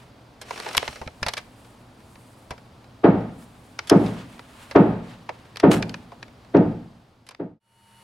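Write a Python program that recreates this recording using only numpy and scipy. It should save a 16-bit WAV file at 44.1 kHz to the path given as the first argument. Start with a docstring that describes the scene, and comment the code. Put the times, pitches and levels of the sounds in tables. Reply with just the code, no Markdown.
"""Heavy hammer blows from building work come through the walls, a little under a second apart, and boom.
Close by, a hand opens a laptop: the lid rubs, the hinge scrapes, the plastic case clicks and creaks.
After the fifth blow the blows and room tone fade, to end early in the sixth; a small fan's thin whine fades in.
Blows are wave fronts, modes and a dense noise ring; clicks are noise bursts and shell modes;
rubbing is grainy noise through the shell's resonances; hum and fan are unsteady sines over coloured noise."""
import sys
import numpy as np
from scipy import signal
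from scipy.fft import rfft, irfft, next_fast_len
from scipy.io import wavfile
from scipy.ndimage import uniform_filter1d

SR = 44100
rng = np.random.default_rng(int(sys.argv[2]) if len(sys.argv) > 2 else 0)


def transcribe(u):
    """Save the signal u as a 16-bit wav file named by the first command-line argument.

    u: samples, shape (n,) or (channels, n), limited to [-1, 1]; the rate is SR.
    q: integer samples, one column per channel.
    """
    v = np.clip(np.atleast_2d(u).T, -1, 1)
    q = np.round(v * 32767).astype(np.int16)
    wavfile.write(sys.argv[1], SR, q)


N = 354255
TIME = np.arange(N) / SR
FADE_OUT_S, CUT_S, FADE_IN_S = 6.626, 7.598, 8.35  # fade-out starts, silence between, fade-in ends

# push that turns the lid: (start [s], attack [s], hold [s], release t60 [s], level [dB])
LID_PUSH = (0.3945, 0.2047, 0.25, 0.46, -40.5)


def amp(db):
    """Decibels to gain."""
    return 10 ** (np.asarray(db) / 20)


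def unit(x):
    """x at rms 1."""
    return x / np.sqrt(np.mean(x ** 2) + 1e-20)


def even(x):
    """Each channel at energy 1."""
    return x / np.linalg.norm(x, axis=1, keepdims=True)


def along(points, hz):
    """Interpolate (Hz, value) points on a log frequency axis."""
    f, v = np.transpose(points)
    return np.interp(np.log(hz + 1), np.log(f + 1), v)


def filtered(x, response):
    """Multiply the spectrum of x by a response of frequency."""
    n = x.shape[-1]
    m = next_fast_len(n + 8192)  # zero padding
    return irfft(rfft(x, m) * response(np.fft.rfftfreq(m, 1 / SR)), m)[..., :n]


def band(x, lo_hz, hi_hz):
    """A causal band-pass."""
    sos = signal.butter(3, [lo_hz, min(hi_hz, SR / 2 - 1)], "band", fs=SR, output="sos")
    return signal.sosfilt(sos, x)


def add(track, s, sound):
    """Mix a sound into a track at time s."""
    part = track[..., round(s * SR):][..., :sound.shape[-1]]
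    part += sound[..., :part.shape[-1]]


def spread(pair, alike):
    """Two unrelated signals become left and right of a given likeness per frequency."""
    def turn_rad(hz):
        return np.arccos(np.clip(along(alike, hz), 0, 1)) / 2

    mid, side = filtered(pair, lambda hz: np.array([np.cos(turn_rad(hz)), np.sin(turn_rad(hz))]))
    return np.array([mid + side, mid - side])


def rush(spectrum):
    """Coloured stereo noise of rms 1."""
    # (frequency [Hz], left-right likeness [0..1])
    likeness = [(60, 1.0), (180, 0.99), (550, 0.79), (1650, 0.49), (4970, 0.75), (15000, 1)]
    noise = filtered(rng.standard_normal((2, N)), lambda hz: amp(along(spectrum, hz)))
    return unit(spread(noise, likeness))


def mode(t, hz, t60, rise):
    """A resonance that builds up and dies away."""
    return np.sin(2 * np.pi * hz * t) * amp(-60 * t / t60) * (1 - np.exp(-t / rise))


def hammer():
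    """Every blow takes the same paths through the building; the ring changes as the strike spot moves."""
    # (time [s], level [dB], hardness: treble gain [dB])
    strikes = [(3.0337, -0.5, -7), (3.9058, 1, -10.5), (4.748, 1, -6.5), (5.6276, 1, -9.5),
               (6.5383, 0.5, -13), (7.3908, -3, -14.5)]
    # wave fronts and echoes of a blow: (delay [s], frequency [Hz], level [dB], half length [s])
    fronts = [(0.014, 381.8, 1.5, 0.0029), (0.0214, 307.7, -2.5, 0.0023), (0.049, 288.8, -7.5, .005),
              (.062, 183.3, -7, 0.01), (0.147, 190, -18, 0.0064), (0.218, 191.5, -30.5, 0.0073)]
    # modes of wall and room: (frequency [Hz], level [dB], t60 [s], build-up [s])
    boom_modes = [(113.8, -12, 0.55, 0.1), (169.2, -12.5, .52, 0.092), (176, -34.5, 0.73, .05),
                  (234, -25, 0.99, 0.017), (298.8, -11, 0.44, 0.037), (327, -22.5, 0.37, .02),
                  (400, -7.5, 0.14, 0.013), (467.6, -18, 0.49, 0.0082), (522, -19, 0.14, 0.015),
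                  (649.5, -17, 0.45, 0.006), (826, -19, 0.32, 0.0087), (867, -22.5, 0.64, .012),
                  (1244, -24.5, 0.52, 0.0069)]
    spot_step_rad = 0.48
    t, out = np.arange(SR) / SR, np.zeros((2, N))

    body = sum(amp(db) * mode(t, hz, t60, rise) for hz, db, t60, rise in boom_modes)
    for delay, hz, db, length in fronts:
        body = body + amp(db) * np.sin(2 * np.pi * hz * t) * np.exp(-((t - delay) / length) ** 2)
    here, there = (dense_ring(t, burst_t60=0.12, rise_cycles=4.3) for _ in range(2))

    for k, (s, db, hard_db) in enumerate(strikes):
        spot_rad = k * spot_step_rad
        ring = np.cos(spot_rad) * here + np.sin(spot_rad) * there
        blow = body + amp(0.65) * ring
        blow = filtered(blow, lambda hz: amp(hard_db * along([(300, 0.13), (1000, 1)], hz)))
        add(out, s, amp(db) * blow * (1 - np.exp(-t / .0007)))
    return out


def dense_ring(t, burst_t60, rise_cycles, count=34):
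    """Noise bands stand for countless building modes; high bands burst at once, low ones build up slowest."""
    # (frequency [Hz], t60 [s])
    ring_t60 = [(50, 0.73), (150, 0.88), (350, 0.48), (800, 0.56), (2000, 0.67), (6000, 1.2)]
    # hard first burst over the ring: (frequency [Hz], level [dB])
    burst_level = [(150, -16), (400, -8), (700, 4), (1300, 6.5), (3000, 9)]
    # (frequency [Hz], density [dB per Hz])
    masonry = [(30, -26.5), (70, -20.5), (145, -12.5), (195, -5.5), (300, -4), (430, -4.5), (560, -5),
               (800, -4.5), (1020, -13), (1300, -13.5), (1700, -19), (2700, -29.5), (4300, -43),
               (7000, -72)]
    # (frequency [Hz], left-right likeness [0..1])
    likeness = [(60, 0.98), (150, 1), (300, 0.93), (500, .83), (1000, .85), (2000, .25), (5000, .32)]
    out = np.zeros((2, len(t)))
    edges_hz = np.geomspace(25, 12000, count + 1)
    for lo, hi in zip(edges_hz, edges_hz[1:]):
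        hz = np.sqrt(lo * hi)
        noise = filtered(rng.standard_normal(out.shape), lambda f: (f >= lo) & (f < hi))
        noise /= np.sqrt(np.abs(uniform_filter1d(noise ** 2, SR // 8)) + 1e-12)  # level its slow swells
        tail = amp(-60 * t / along(ring_t60, hz))
        burst = amp(along(burst_level, hz) - 60 * t / burst_t60)
        rise = 1 - np.exp(-(t / (0.006 + rise_cycles / hz)) ** 2)
        out += even(noise * (tail + burst) * rise) * amp(along(masonry, hz)) * np.sqrt(hi - lo)
    return spread(out, likeness)


def laptop():
    """Lid, hinge and case rub by stick and slip; the shell clicks."""
    # push on the hinge: (start [s], attack [s], hold [s], release t60 [s], level [dB])
    hinge_push = (0.44, 0.08, 0.42, 0.65, -47.5)
    # the case gives under the hand: (start [s], attack [s], hold [s], release t60 [s], level [dB])
    creak_push = (5.704, 0.02, 0.0059, 0.18, -21)
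    # rubbed plastic: (frequency [Hz], density [dB per Hz])
    plastic = [(120, -25), (200, -1.5), (450, 1), (900, -8), (1400, -0.5), (2400, -5.5), (3500, -7.5),
               (5300, -17.5), (6600, -16.5), (8700, -16.5), (11700, -25), (16000, -38.5)]
    # scraping hinge: (frequency [Hz], density [dB per Hz])
    hinge_spectrum = [(300, -24), (1500, -12), (2600, 2), (3500, -2.5), (5500, -3), (7000, -6.5),
                      (9000, -7.5), (12000, -15.5), (16000, -24.5)]
    lid = friction(LID_PUSH, plastic, grit_db=3.5, slips=160)
    hinge = friction(hinge_push, hinge_spectrum, grit_db=1.5, slips=300)
    creak = friction(creak_push, plastic, grit_db=4.0, slips=400)
    creak = filtered(creak, lambda hz: amp(along([(1500, 1.5), (4000, -1), (12000, 4.5)], hz)))
    return lid + hinge + creak + clicks()


def clicks():
    """A click is a crunch of contact and a brief shell ring; sharp ones favour high ranges, which die first."""
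    # (time [s], level [dB], brightness: gain from range to range [dB],
    #  hollowness: gain of the middle ranges [dB], t60 before each range's share [s])
    case_clicks = [(.414, -21, 3.5, -6.5, 0.084), (.508, -17, -4, -4.5, .022),
                   (.577, -24, -0.5, 1.5, 0.023), (.6, -18, 0.5, -4, 0.015), (.663, -21, -7, -1, 0.056),
                   (.688, -18.5, .5, -4.5, 0.038), (.73, -25, 5, -3, 0.027), (.749, -13, -1.5, -0.5, 0.027),
                   (.769, -7, 6.5, -2, .028), (.778, -1.5, 4.5, 0.5, 0.011), (.828, -19, -6.5, -2.5, .015),
                   (.878, -15.5, -2.5, 4, .023), (.958, -26.5, -3.5, 1, 0.071), (1.015, -23, -5, -8, 0.045),
                   (1.075, -23.5, -4.5, 2, 0.022), (1.229, -10.5, 0, 5, .03),
                   (1.264, -10, -1, -2.5, 0.0389), (1.284, -9, 3, -0.5, 0.043), (1.336, -14, 3.5, -1, .023),
                   (1.369, -17.5, 0.5, 4, .045), (1.377, -15.5, 2, -0.5, 0.052),
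                   (2.507, -17.5, -2, -4.5, 0.052), (2.579, -36, -3.5, 3.5, 0.028),
                   (3.79, -15, -1.5, 7.5, .022), (3.872, -23, 5, -2, 0.13), (3.897, -6.5, 6, 1, .03),
                   (4.062, -25.5, 1.5, 2.5, 0.053), (4.393, -27.5, -3, -0.5, .02),
                   (4.711, -20.5, -1.5, 1, .05), (4.761, -22, -1.5, 5, 0.018),
                   (5.291, -19, -7.5, -1, 0.034), (5.559, -25, 0, -1.5, .012), (5.57, -20.5, 3, 4, .022),
                   (5.599, -18, 3, 2.5, .035), (5.825, -15.5, -1, 7, 0.029), (5.894, -26, 4.5, 5.5, .025),
                   (5.942, -21.5, -2.7, 6.5, .02), (6.119, -33.5, -7, -7, .035),
                   (6.228, -25, -2.5, 5.5, .019), (6.568, -29, -5, 9, .03), (7.266, -34.5, 3.5, -3.5, .08),
                   (7.289, -26.5, 4.5, -3.5, .026), (7.309, -30, 0.3, -3, 0.056),
                   (7.348, -35.5, -1.5, 7.5, 0.0083)]
    # shell ranges, knock to snap: (low [Hz], high [Hz], lift [dB], share of the click's t60)
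    shell_ranges = [(403, 1000, 6, 1.8), (1000, 2500, 8.5, 1.3), (2560, 5600, 6.5, 0.98),
                    (6320, 11500, -6, 0.62)]
    t, out = np.arange(SR // 6) / SR, np.zeros((2, N))

    start, attack, hold = LID_PUSH[:3]
    handling = ticks(start, FADE_OUT_S, -41.5, count=22)
    slips = ticks(start + attack * .8, start + attack + hold + .08, -29.5, count=12)  # the turning hinge

    steps = np.arange(len(shell_ranges)) - (len(shell_ranges) - 1) / 2
    for s, db, bright_db, hollow_db, t60 in case_clicks + handling + slips:
        click = 0
        for step, (lo, hi, lift_db, share) in zip(steps, shell_ranges):
            envelope = amp(-60 * t / (share * t60)) * (1 - np.exp(-t / 0.00024))
            crunch = band(rng.standard_normal((2, len(t))) * envelope, lo, hi)
            ring = panel(t, lo, hi, 1.2 * share * t60)
            range_db = lift_db + bright_db * step + hollow_db * (1 - abs(step))
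            click = click + amp(range_db) * (even(crunch) + amp(-6.0) * even(ring))
        add(out, s, amp(db) * click)
        add(out, s - .003, amp(db - 20.5) * click)  # a light touch precedes full contact
    return spread(out, [(300, 0.44), (1800, 0.84), (4000, 0.71), (9000, 0.46)])


def ticks(start, end, db, count):
    """Click rows for faint ticks, strewn over a stretch of time with scattered levels."""
    scatter_db, tilt_db, t60_s = 3, -2.5, .028
    when = start + (end - start) * (np.arange(count) + rng.random(count)) / count
    return [(s, db + scatter_db * z, tilt_db, 0, t60_s) for s, z in zip(when, rng.standard_normal(count))]


def panel(t, lo_hz, hi_hz, t60, count=7):
    """Each touched spot of the shell rings on a few modes of its own."""
    modes_hz = rng.uniform(lo_hz, hi_hz, count)
    return sum(rng.standard_normal((2, 1)) * mode(t, hz, t60, rise=0.00017) for hz in modes_hz)


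def friction(push, spectrum, grit_db, slips):
    """Plastic sticks and slips: grains of uneven strength ring the shell."""
    return stroke(*push) * unit(case_colour(rush(spectrum) * grain(grit_db, slips), depth=0.94))


def stroke(start, attack, hold, release_t60, db):
    """Gain per sample of a push that grows, holds and dies away."""
    t = TIME - start
    return np.clip(t / attack, 0, 1) * amp(db - 60 * np.maximum(t - attack - hold, 0) / release_t60)


def grain(grit_db, slips):
    """An uneven gain that takes so many random values a second."""
    return unit(amp(grit_db * np.interp(TIME * slips, np.arange(N), rng.standard_normal(N))))


def case_colour(x, depth):
    """The laptop shell colours sound with its own resonances."""
    # (frequency [Hz], width [Hz], level [dB])
    resonances = [(750, 130, 4), (1110, 140, 2), (2180, 160, -9), (2610, 130, -3), (2980, 160, -5.5),
                  (4160, 330, -3), (5600, 460, -2.5), (8800, 440, -12)]

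    def shell(f):
        return sum(amp(db) * 1j * f * w / (c * c - f * f + 1j * f * w) for c, w, db in resonances)

    return filtered(x, lambda f: 1 + depth * shell(f))


def room(x, t60):
    """The small room answers near sounds with a dull, short noise tail."""
    t = np.arange(SR // 2) / SR
    tail = band(rng.standard_normal((2, len(t))), 220, 7500) * amp(-60 * t / t60) * (1 - np.exp(-t / .004))
    return signal.fftconvolve(x, tail / np.linalg.norm(tail[0]), axes=1)[:, :N]


def bumps():
    """The base rocks on the desk: soft low pushes of three decaying modes."""
    # (time [s], level [dB])
    rocks = [(0.773, -26), (0.889, -28.5), (1.013, -28), (1.066, -26), (1.222, -23.5), (1.263, -24.5),
             (2.509, -27)]
    t, out = np.arange(SR // 4) / SR, np.zeros(N)
    push = mode(t, hz=73.9, t60=.09, rise=0.0025) + mode(t, hz=128.0, t60=.07, rise=0.0016)
    push = push + .6 * mode(t, hz=217, t60=0.064, rise=0.00086)
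    for s, db in rocks:
        add(out, s, amp(db) * push)
    return out


def rustle_and_hiss():
    """Grainy rustle like a brushing sleeve, and a high background hiss, swell and ebb."""
    # (middle [s], half length [s], rustle level [dB], high hiss level [dB])
    swells = [(0, .05, -54, -66), (1.3, .12, -56, -61.5), (1.65, 0.12, -62, -64.5), (2.25, .22, -75, -63.5),
              (3.42, 0.052, -59.5, -59), (3.66, 0.1, -66, -65), (4.06, .1, -44, -58.5),
              (4.194, .03, -43.5, -67.5), (4.339, 0.059, -52.5, -63), (4.623, 0.12, -49.5, -59),
              (5.11, .055, -48.5, -68), (5.4, .12, -56.5, -72), (5.898, .18, -57.5, -70.5)]
    # rustle like cloth: (frequency [Hz], density [dB per Hz])
    rustle_spectrum = [(300, -1.5), (1000, 11), (3200, 4.5), (6500, -7.5), (9000, -12), (14000, -26)]
    # high hiss: (frequency [Hz], density [dB per Hz])
    high_hiss_spectrum = [(4000, -24.5), (7000, -2.5), (9500, 0), (12000, -8), (15500, -13)]
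    rustle, high_hiss = amp(-72), amp(-78)  # what stays between swells
    for s, length, rustle_db, high_hiss_db in swells:
        swell = (1 + ((TIME - s) / length) ** 2) ** -.9
        rustle = np.hypot(rustle, amp(rustle_db) * swell)
        high_hiss = np.hypot(high_hiss, amp(high_hiss_db) * swell)
    noise = rustle * rush(rustle_spectrum) + high_hiss * rush(high_hiss_spectrum)
    return grain(grit_db=1.7, slips=70) * noise


def cooling_fan():
    """A small motor's unsteady tones over the noise of moved air."""
    # (frequency [Hz], level [dB])
    motor_lines = [(118.4, -57.5), (203, -60.5), (915.2, -55), (2923, -59), (4382, -67), (5846, -77.5),
                   (7305, -82)]
    # (frequency [Hz], density [dB per Hz])
    moved_air = [(30, -10), (110, 0), (300, -9), (1500, -9), (3500, -15.5), (6500, -22.5), (10000, -15),
                 (12000, -24), (15000, -32)]
    return amp(-51.0) * rush(moved_air) + whine(motor_lines, waver_hz=0.81)


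def room_tone():
    """Steady coloured noise, low hum and a faint pulsing tone."""
    # (frequency [Hz], density [dB per Hz])
    still_air = [(15, -34.5), (30, -10), (55, -9), (90, -5), (123, -2), (150, -9), (240, -6), (400, -13.5),
                 (750, -13.5), (1150, -17.5), (1800, -24.5), (4500, -29), (7000, -38.5), (16000, -50.5)]
    # (frequency [Hz], level [dB])
    hum_lines = [(75.4, -68), (118.4, -59), (253, -67.5)]
    hum = whine(hum_lines, waver_hz=2.5)
    return amp(-50.5) * rush(still_air) + hum + chirr(hz=4790, db=-73.0, pulse_hz=13)


def whine(lines, waver_hz):
    """Sines whose frequencies waver slowly at random."""
    def drift():
        return np.cumsum(np.interp(TIME * 10, np.arange(N), rng.standard_normal(N))) / SR

    return sum(amp(db) * np.sqrt(2) * np.sin(2 * np.pi * (hz * TIME + waver_hz * drift()))
               for hz, db in lines)


def chirr(hz, db, pulse_hz):
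    """A faint electrical tone pulses on and off."""
    return whine([(hz, db)], waver_hz=15) * np.abs(np.sin(np.pi * pulse_hz * TIME)) ** 6


def scene():
    """Blows, rustle, hiss and room tone fade out, the fan fades in; the laptop keeps its level."""
    far = hammer()
    background = rustle_and_hiss() + room_tone()
    case = laptop()
    near = case + amp(-22.5) * room(case, t60=0.33) + amp(-3.0) * bumps()
    leaving = np.clip((CUT_S - TIME) / (CUT_S - FADE_OUT_S), 0, 1)
    coming = np.clip((TIME - CUT_S) / (FADE_IN_S - CUT_S), 0, 1)
    return near + leaving * (far + background) + coming * cooling_fan()


def record(dry):
    """The loudest peaks are rounded off at full scale, and the top is cut."""
    held = dry / (1 + np.abs(dry) ** 8) ** (1 / 8)
    return filtered(held, lambda hz: hz < 16000)


dry = scene()
out = record(dry)
transcribe(out)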